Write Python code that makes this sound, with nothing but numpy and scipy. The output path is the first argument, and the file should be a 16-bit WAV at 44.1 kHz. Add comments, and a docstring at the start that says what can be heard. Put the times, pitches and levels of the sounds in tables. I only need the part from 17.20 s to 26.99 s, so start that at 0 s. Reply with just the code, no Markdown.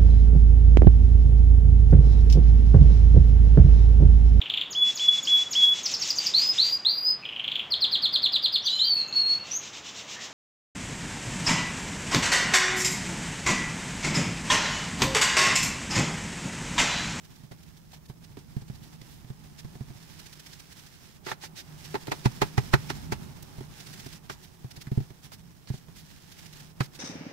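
"""Pizza dough on a floured kitchen counter, close under a camera's stereo microphone. First soft pats thump the
worktop. The dough is lifted and fed through rasping, floury fingers, and at 4 s a hand sweeps the flour aside.
Then the dough slaps from palm to palm, clapping out trapped air. The pats return, hardest near 7.8 s, and one
last slap follows. All along, the kneading rumbles in the counter with a low, wavering hum, and the small room
hisses faintly."""
import sys
import numpy as np
from scipy import signal
from scipy.fft import rfft, irfft, next_fast_len
from scipy.io import wavfile
from scipy.ndimage import map_coordinates

SR = 44100
rng = np.random.default_rng(int(sys.argv[2]) if len(sys.argv) > 2 else 0)


def waveform_to_disk(signal):
    """Save audio, clipped to [-1, 1], as 16-bit WAV at the path in sys.argv[1]."""
    frames = np.transpose(np.atleast_2d(signal))
    scaled = np.clip(frames, -1, 1) * 32767
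    samples = np.round(scaled).astype(np.int16)
    wavfile.write(sys.argv[1], SR, samples)


N = 431738
TIME = np.arange(N) / SR


# The worktop's low modes. Each row: pitch in Hz, t60 in seconds, level in dB.
THUMP_MODES = [(129, 0.064, 1), (71.3, 0.028, -2), (196, 0.055, -9)]
# Its higher modes, woken by firm contact. Each row: pitch in Hz, t60 in seconds, level in dB.
KNOCK_MODES = [(360, 0.04, -2), (283.6, 0.024, 6.5), (496, 0.019, -8)]
# Dough pressed on the worktop, close under the microphone.
# Each row: start in seconds, relative level in dB, relative weight of the knock in dB.
PATS = [(0.236, -35, -26), (0.313, -39, -10), (0.898, -29, -16.5), (1.171, -38.5, -1.5),
        (1.366, -20.5, -23), (1.419, -32.5, -21), (1.499, -26, -21), (1.618, -37.5, -37), (1.815, -37, -15),
        (2.045, -34, -26), (2.102, -27, -20), (2.447, -29.5, -18), (2.553, -34.5, -11.5),
        (2.608, -25, -19.5), (2.703, -30.5, -20.5), (6.383, -28.5, -16), (6.407, -31, -6),
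        (6.862, -33.5, -7), (7.444, -28, -21.5), (7.574, -35, -18), (7.672, -27, -38), (7.717, -16, -17.5),
        (7.775, -11, -20.5), (7.803, -21.5, -20), (7.904, -36.5, -9.5), (8.502, -19.5, -20),
        (8.54, -26.5, -18), (8.684, -39, -14)]

def pats():
    """Soft dough passes only a dull push to the worktop; firmer pats add a knock."""
    out = np.zeros((2, N))
    for s, db, knock_db in PATS:
        thump = worktop(THUMP_MODES, attack_s=0.0024, phase_spread=0.55)
        knock = worktop(KNOCK_MODES, attack_s=0.0032, phase_spread=0.49)
        add(out, s, amp(db - 1) * (thump + amp(knock_db + 6) * knock))
    return out


def worktop(modes, attack_s, phase_spread):
    """The worktop rings; each side of the microphone meets each bending wave at its own phase."""
    t = np.arange(SR // 4) / SR
    ring = 0
    for hz, t60, db in modes:
        pitch = hz * np.exp(0.029 * rng.standard_normal())
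        phase = phase_spread * rng.standard_normal() * np.array([[1], [-1]])
        ring = ring + amp(db - 60 * t / t60) * np.sin(2 * np.pi * pitch * t + phase)
    ring *= 1 - np.exp(-(t / attack_s) ** 2)
    return ring / np.sqrt(np.mean(ring ** 2, axis=0)).max()


# A slap's air clap, palm boom and skin smack. Each row: frequency in Hz, level in dB.
CLAP_SPECTRUM = [(200, -35), (400, -4), (560, -5), (800, -1.5), (1400, -5.5), (2000, -3), (2700, -15),
                 (4000, -13), (9000, -34)]
BOOM_SPECTRUM = [(150, -43), (270, 1), (340, -0.5), (385, 6.5), (440, -6), (540, -20.5), (800, -57.5)]
SMACK_SPECTRUM = [(900, -30), (2200, 9), (3200, 2.5), (5600, 2.5), (7000, -3.5), (10000, -8), (15500, -15)]
# Dough meeting the palms, above the counter. Each row: time in seconds, relative levels of thump,
# boom, clap and smack in dB, air pocket pitch in Hz, closing time in seconds.
SLAPS = [(4.068, -43, -43, -34, -43, 1610, .015), (4.117, -34.5, -43, -28.5, -37.5, 1410, 0.011),
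         (4.743, -42, -27.5, -32, -42, 646, 0.0067), (4.754, -36, -29, -27, -56, 770, 0.02),
         (4.883, -31, -34, -40, -58, 800, 0.028), (4.919, -29.5, -27.5, -25.5, -31.5, 960, 0.013),
         (5.059, -12.5, -26, -25, -30, 890, 0.026), (5.219, -22, -28, -18.5, -26.5, 950, 0.011),
         (5.23, -22.5, -29.5, -29.5, -54, 850, 0.011), (5.38, -15.5, -24.5, -24, -31.5, 856, 0.013),
         (5.539, -10.5, -18.5, -16.5, -26.5, 1400, 0.019), (5.703, -32, -32.5, -30, -30.5, 1300, 0.019),
         (5.923, -25, -35.5, -28.5, -30.5, 1000, 0.0095), (7.099, -38, -36, -34, -36.5, 1400, 0.0083),
         (9.607, -18, -33.5, -25.5, -33.5, 1230, 0.0089)]

def slaps():
    """Skin smacks on dough, trapped air claps and booms in the palm, and the dough's weight thumps."""
    out = np.zeros((2, N))
    for s, thump_db, boom_db, clap_db, smack_db, pocket_hz, closing_s in SLAPS:
        clap_colour = lambda hz: along(CLAP_SPECTRUM, hz) + hollow_db(hz) + pocket_db(hz, pocket_hz, 5.5)
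        clap = puff(clap_colour, rise_s=closing_s, t60=0.053)
        boom = puff(lambda hz: along(BOOM_SPECTRUM, hz), rise_s=closing_s, t60=0.057)
        smack = puff(lambda hz: along(SMACK_SPECTRUM, hz), rise_s=2.06 * closing_s, t60=0.069)
        slap = amp(clap_db + 2.5) * clap + amp(boom_db + 1) * boom + amp(smack_db - 2) * smack
        thump = worktop(THUMP_MODES, attack_s=0.0031, phase_spread=0.92)
        add(out, s - PUFF_PEAK_S, slap)
        add(out, s - 0.002, amp(thump_db + 0.5) * thump)
    return out


PUFF_PEAK_S = 0.05

def puff(colour_db, rise_s, t60):
    """Air squeezed out as a contact closes: it swells to a peak and dies."""
    t = np.arange(SR // 4) / SR - PUFF_PEAK_S
    envelope = amp(60 * np.minimum(t / rise_s, -t / t60))
    air = noise(colour_db, size=len(t)) * envelope
    return unit(air) * np.sqrt(np.mean(envelope ** 2))


def pocket_db(hz, centre_hz, lift_db):
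    """A trapped air pocket favours the band round its own pitch."""
    return lift_db * np.exp(-(np.log2((hz + 1) / centre_hz) / 0.51) ** 2)


# Fixed resonances that colour sounds near the counter. Each row: centre in Hz, width in Hz, gain in dB.
HOLLOWS = [(370, 27, 15.5), (870, 20, 10.5), (1093, 63, -3), (1360, 92, 1.5), (1770, 92, -1),
           (2030, 130, -2), (2540, 100, 5)]

def hollow_db(hz):
    """The fixed resonances colour a sound with narrow peaks and dips."""
    return sum(db / (1 + (2 * (hz - centre) / width) ** 2) for centre, width, db in HOLLOWS)


# Light finger taps, close by. Each row: time in seconds, relative level in dB, hollow pitch in Hz.
TAPS = [(.318, -39, 730), (0.733, -42, 800), (0.9, -46, 790), (4.871, -33, 403), (7.67, -41, 1710),
        (8.119, -40, 940), (8.473, -44, 4500)]

def taps():
    """Fingertips land with small hollow ticks, alone or with a pat: the firmer its knock, the louder."""
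    out = np.zeros((2, N))
    with_pats = [(s, -25.5 + 0.41 * (db + knock_db), 700) for s, db, knock_db in PATS]
    for s, db, tap_hz in TAPS + with_pats:
        colour = lambda hz: along(CLAP_SPECTRUM, hz) / 2 + pocket_db(hz, tap_hz, lift_db=9.5)
        add(out, s - PUFF_PEAK_S, amp(db - 4.5) * puff(colour, rise_s=0.0076, t60=0.066))
    return out


# The rasp of floury skin and the high hiss of dry flour. Each row: frequency in Hz, level in dB.
RASP_SPECTRUM = [(500, -3), (1100, -9.5), (1600, 1.5), (2500, 0.5), (3600, 2), (5500, 2), (7500, -4.5),
                 (10000, -9), (15500, -12.5)]
DRY_SPECTRUM = [(3000, -31), (6000, -3), (9000, 1.5), (15500, 1)]
# Single slips of skin over dough, heard close.
# Each row: middle in seconds, peak in dB, length in seconds, relative weight of dry hiss in dB.
SLIPS = [(0.052, -54, 0.012, 0), (0.743, -51, 0.019, 2), (1.047, -52.5, 0.012, -5), (1.64, -53.5, 0.019, 3),
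         (1.818, -50, 0.0058, -14), (1.927, -59, 0.089, 9), (2.396, -46.5, 0.019, -4),
         (4.655, -45.5, 0.016, -7), (6.229, -49.5, 0.0066, 15), (7.121, -47.5, 0.035, -6),
         (7.243, -52, 0.025, 5), (7.619, -44, 0.014, 3), (8.049, -52.5, 0.03, 5), (8.137, -48, 0.023, 6),
         (8.491, -50, 0.015, -7), (8.546, -52.5, 0.042, -7), (8.79, -52, 0.043, 6), (9.637, -49, 0.033, -1),
         (9.757, -47.5, 0.015, 0)]
# Dough fed through the fingers. Each row: first and last grip in seconds, peak in dB.
GRIP_RUNS = [(1.418, 1.556, -55.5), (3, 3.402, -46.5), (3.524, 3.67, -51.5), (6.607, 6.932, -46),
             (7.515, 7.569, -47), (9.123, 9.406, -48.5)]
GRIP_GAP_S, STRAY_SLIPS_PER_S = 0.067, 2

def slips():
    """Floury skin slides singly, in even runs of grips and faintly by chance; drier flour hisses higher."""
    grips = [(s, db, 0.012, -1) for first, last, db in GRIP_RUNS
             for s in np.linspace(first, last, round((last - first) / GRIP_GAP_S) + 1)]
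    stray_times = rng.random(round(STRAY_SLIPS_PER_S * N / SR)) * N / SR
    strays = [(s, -56.5, 0.01, 4) for s in stray_times]
    rasp, hiss = np.zeros(N), np.zeros(N)
    for s, db, length, dry_db in SLIPS + grips + strays:
        near = slice(max(round((s - 0.15) * SR), 0), round((s + 0.15) * SR))
        speed = amp(db) * np.exp(-2 * ((TIME[near] - s) / length) ** 2)
        rasp[near] += speed
        hiss[near] += amp(dry_db - 10.5) * speed
    return rasp * flour(RASP_SPECTRUM, grain_db=0.5) + hiss * flour(DRY_SPECTRUM, grain_db=1.5)


def flour(spectrum, grain_db):
    """Friction noise: flour grains catch and let go about every millisecond."""
    return unit(noise(lambda hz: along(spectrum, hz)) * amp(grain_db * wobble(900)))


# The hand's edge sweeps flour aside on the counter.
# Each row: middle in seconds, length in seconds, hiss in dB, drag in dB.
SWEEPS = [(4.095, 0.063, -42.5, -37), (4.244, 0.044, -43, -46), (4.389, 0.043, -42, -73)]

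def sweeps():
    """Flour hisses under the hand; when it bears down, skin judders on the worktop."""
    hiss = sum(amp(db) * stroke(s, length) for s, length, db, _ in SWEEPS)
    drag = sum(amp(db) * stroke(s, length * 0.51) for s, length, _, db in SWEEPS)
    skin = noise(lambda hz: along(CLAP_SPECTRUM, hz) + hollow_db(hz))
    judder = unit(skin * amp(4.3 * wobble(250)))
    return hiss * flour(RASP_SPECTRUM, grain_db=1) + drag * judder


def stroke(s, length):
    """The speed of a hand movement: a smooth swell round time s."""
    return np.exp(-np.minimum(np.abs(2 * (TIME - s) / length), 10) ** 2.7 / 2)


# Counter rumble, floury rubbing and dough dragging. Each row: frequency in Hz, level in dB.
RUMBLE_SPECTRUM = [(15, -14.5), (35, -8), (70, -2.5), (105, -2.5), (135, 0), (158, 1), (185, -3.5),
                   (225, -8), (300, -13.5), (450, -33.5), (900, -52)]
RUB_SPECTRUM = [(600, -8), (1200, -2.5), (1700, 3), (2400, 0.5), (3500, 1), (4500, -0.5), (5300, 2),
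                (6500, -2), (9000, -6.5), (15500, -10)]
DRAG_SPECTRUM = [(200, 2.5), (380, 2), (520, -5.5), (850, 0.5), (1300, -6), (2200, -12.5), (5000, -21)]
# Kneading under the microphone. Each row: time in seconds, relative levels of rumble and drag in dB.
KNEADING = [(0.0, -60, -66), (0.3, -56.5, -67.5), (0.6, -59.5, -69), (1.5, -53, -64.5), (1.85, -57, -64.5),
            (2.62, -54.5, -63), (3.43, -60.5, -65), (3.95, -59.5, -65), (4.47, -57.5, -61.5),
            (5.07, -53, -56), (5.89, -44, -56.5), (6.19, -52, -57.5), (7.14, -57.5, -64), (7.8, -60, -62.5),
            (8.15, -57, -67), (9.79, -58.5, -62.5)]
# Lifted dough rubs on the palms. Each row: start and end in seconds, relative level in dB.
LIFTS = [(2.764, 3.974, -60), (4.58, 5.874, -56.5), (6.526, 6.98, -57), (8.838, 9.493, -60)]
# The hands let go and the rustle drops. Each row: start and end in seconds, change in dB.
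PAUSES = [(0.773, 1.028, -4), (3.974, 4.434, -8), (6.998, 7.172, -3.5), (9.53, 9.71, -4)]

def kneading():
    """Working the dough rumbles the counter and rustles the flour in fits; lifted dough rubs louder."""
    times, *levels = np.transpose(KNEADING)
    rumble_db, drag_db = [np.interp(TIME, times, db) for db in levels]
    pause_db = sum(db * during(start, end) for start, end, db in PAUSES)
    on_worktop = amp(-30.5 + 0.52 * drag_db + pause_db)
    on_palms = sum(amp(db) * during(start, end) for start, end, db in LIFTS)
    effort = wobble(35)
    low = noise(lambda hz: along(RUMBLE_SPECTRUM, hz)) + amp(-6.5) * hum()
    rumble = amp(rumble_db + 4.5 + 1.1 * effort + 0.56 * wobble(14)) * low
    rub = np.hypot(on_worktop, on_palms) * amp(3 + 1.87 * effort) * flour(RUB_SPECTRUM, grain_db=2)
    drag = noise(lambda hz: along(DRAG_SPECTRUM, hz) + 0.3 * hollow_db(hz))
    return rumble + rub + amp(drag_db + 3.5 + 1.5 * effort) * drag


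def hum(centre_hz=154.6):
    """A low hum whose pitch and strength waver."""
    pitch = centre_hz * np.exp(0.0503 * wobble(9))
    return unit(np.sin(2 * np.pi * np.cumsum(pitch) / SR) * amp(4.8 * wobble(11)))


# The small kitchen's decay, heard from the counter. Each row: frequency in Hz, t60 in seconds.
KITCHEN_DECAY = [(100, 0.24), (500, 0.24), (2000, 0.21), (10000, 0.13)]

def kitchen(x):
    """Cupboards and walls answer with a short diffuse tail."""
    hz, t, spectra = signal.stft(rng.standard_normal((2, SR // 2)), SR, nperseg=256)
    decay = amp(-60 * t / along(KITCHEN_DECAY, hz)[:, None])
    onset = 1 - np.exp(-t / 0.0029)
    _, tail = signal.istft(spectra * decay * onset, SR, nperseg=256)
    return signal.fftconvolve(x, tail / np.linalg.norm(tail[0]), axes=1)[:, :N]


# Room tone at the microphone. Each row: frequency in Hz, level in dB.
ROOM_SPECTRUM = [(180, -34), (300, 0.5), (417, 3), (526, -1), (953, -7.5), (1300, -10), (1700, -27),
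                 (3070, -33), (5300, -13), (8840, -16), (15500, -12)]

def room_tone():
    """The room's steady hiss, behind the hands."""
    return noise(lambda hz: along(ROOM_SPECTRUM, hz))


# How alike the microphone's two sides are. Each row: frequency in Hz, left-right correlation.
STEREO_LIKENESS = [(40, 0.17), (130, 0.087), (400, 0.073), (1000, 0.057), (2500, 0.048), (8000, 0.044)]

def noise(colour_db, size=N):
    """Wide stereo noise of rms 1, its sides slightly more alike in the bass."""
    def mid_side_gains(hz):
        angle = np.arccos(along(STEREO_LIKENESS, hz)) / 2
        return amp(colour_db(hz)) * [np.cos(angle), np.sin(angle)]
    mid, side = filtered(rng.standard_normal((2, size)), mid_side_gains)
    return unit(np.array([mid + side, mid - side]))


def amp(db):
    """Decibels to gain."""
    return 10 ** (np.asarray(db) / 20)


def unit(x):
    """Scale to rms 1."""
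    return x / np.sqrt(np.mean(x ** 2) + 1e-20)


def along(points, hz):
    """(Hz, value) points read on a log axis."""
    freqs, values = np.transpose(points)
    return np.interp(np.log(hz + 1), np.log(freqs + 1), values)


def wobble(rate):
    """A smooth random curve, rate knots a second."""
    return map_coordinates(rng.standard_normal(int(N * rate / SR) + 4), [TIME * rate])


def during(start, end, ramp_s=0.035):
    """1 between two times and 0 outside, with short ramps."""
    return np.clip(np.minimum(TIME - start, end - TIME) / ramp_s + 0.5, 0, 1)


def filtered(x, response):
    """Filter x by a gain that depends on frequency."""
    n = x.shape[-1]
    padded = next_fast_len(n + 8192)
    return irfft(rfft(x, padded) * response(np.fft.rfftfreq(padded, 1 / SR)), padded)[..., :n]


def add(track, s, sound):
    """Mix a stereo sound in at time s."""
    start = max(round(s * SR), 0)
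    track[:, start:start + sound.shape[1]] += sound[:, :N - start]


# Balance at the microphone. Each row: frequency in Hz, level of the right side over the left in dB.
RIGHT_LEAN = [(60, 6), (140, 2.5), (300, 5.5), (1000, 3.5), (2000, 3), (4000, 7), (8000, 5.5), (13000, 6.5)]

def scene():
    """Hands and dough up close, the kitchen faint behind them, all leaning to the right."""
    hands = pats() + slaps() + taps() + slips() + sweeps()
    mix = hands + amp(-23) * kitchen(hands) + kneading() + amp(-66) * room_tone()
    return filtered(mix, lambda hz: amp(along(RIGHT_LEAN, hz) * np.array([[-1], [1]]) / 2))


def record(dry):
    """The camera keeps nothing above its band limit."""
    return filtered(dry, lambda hz: hz < 15750)


dry = scene()
out = record(dry)
waveform_to_disk(out)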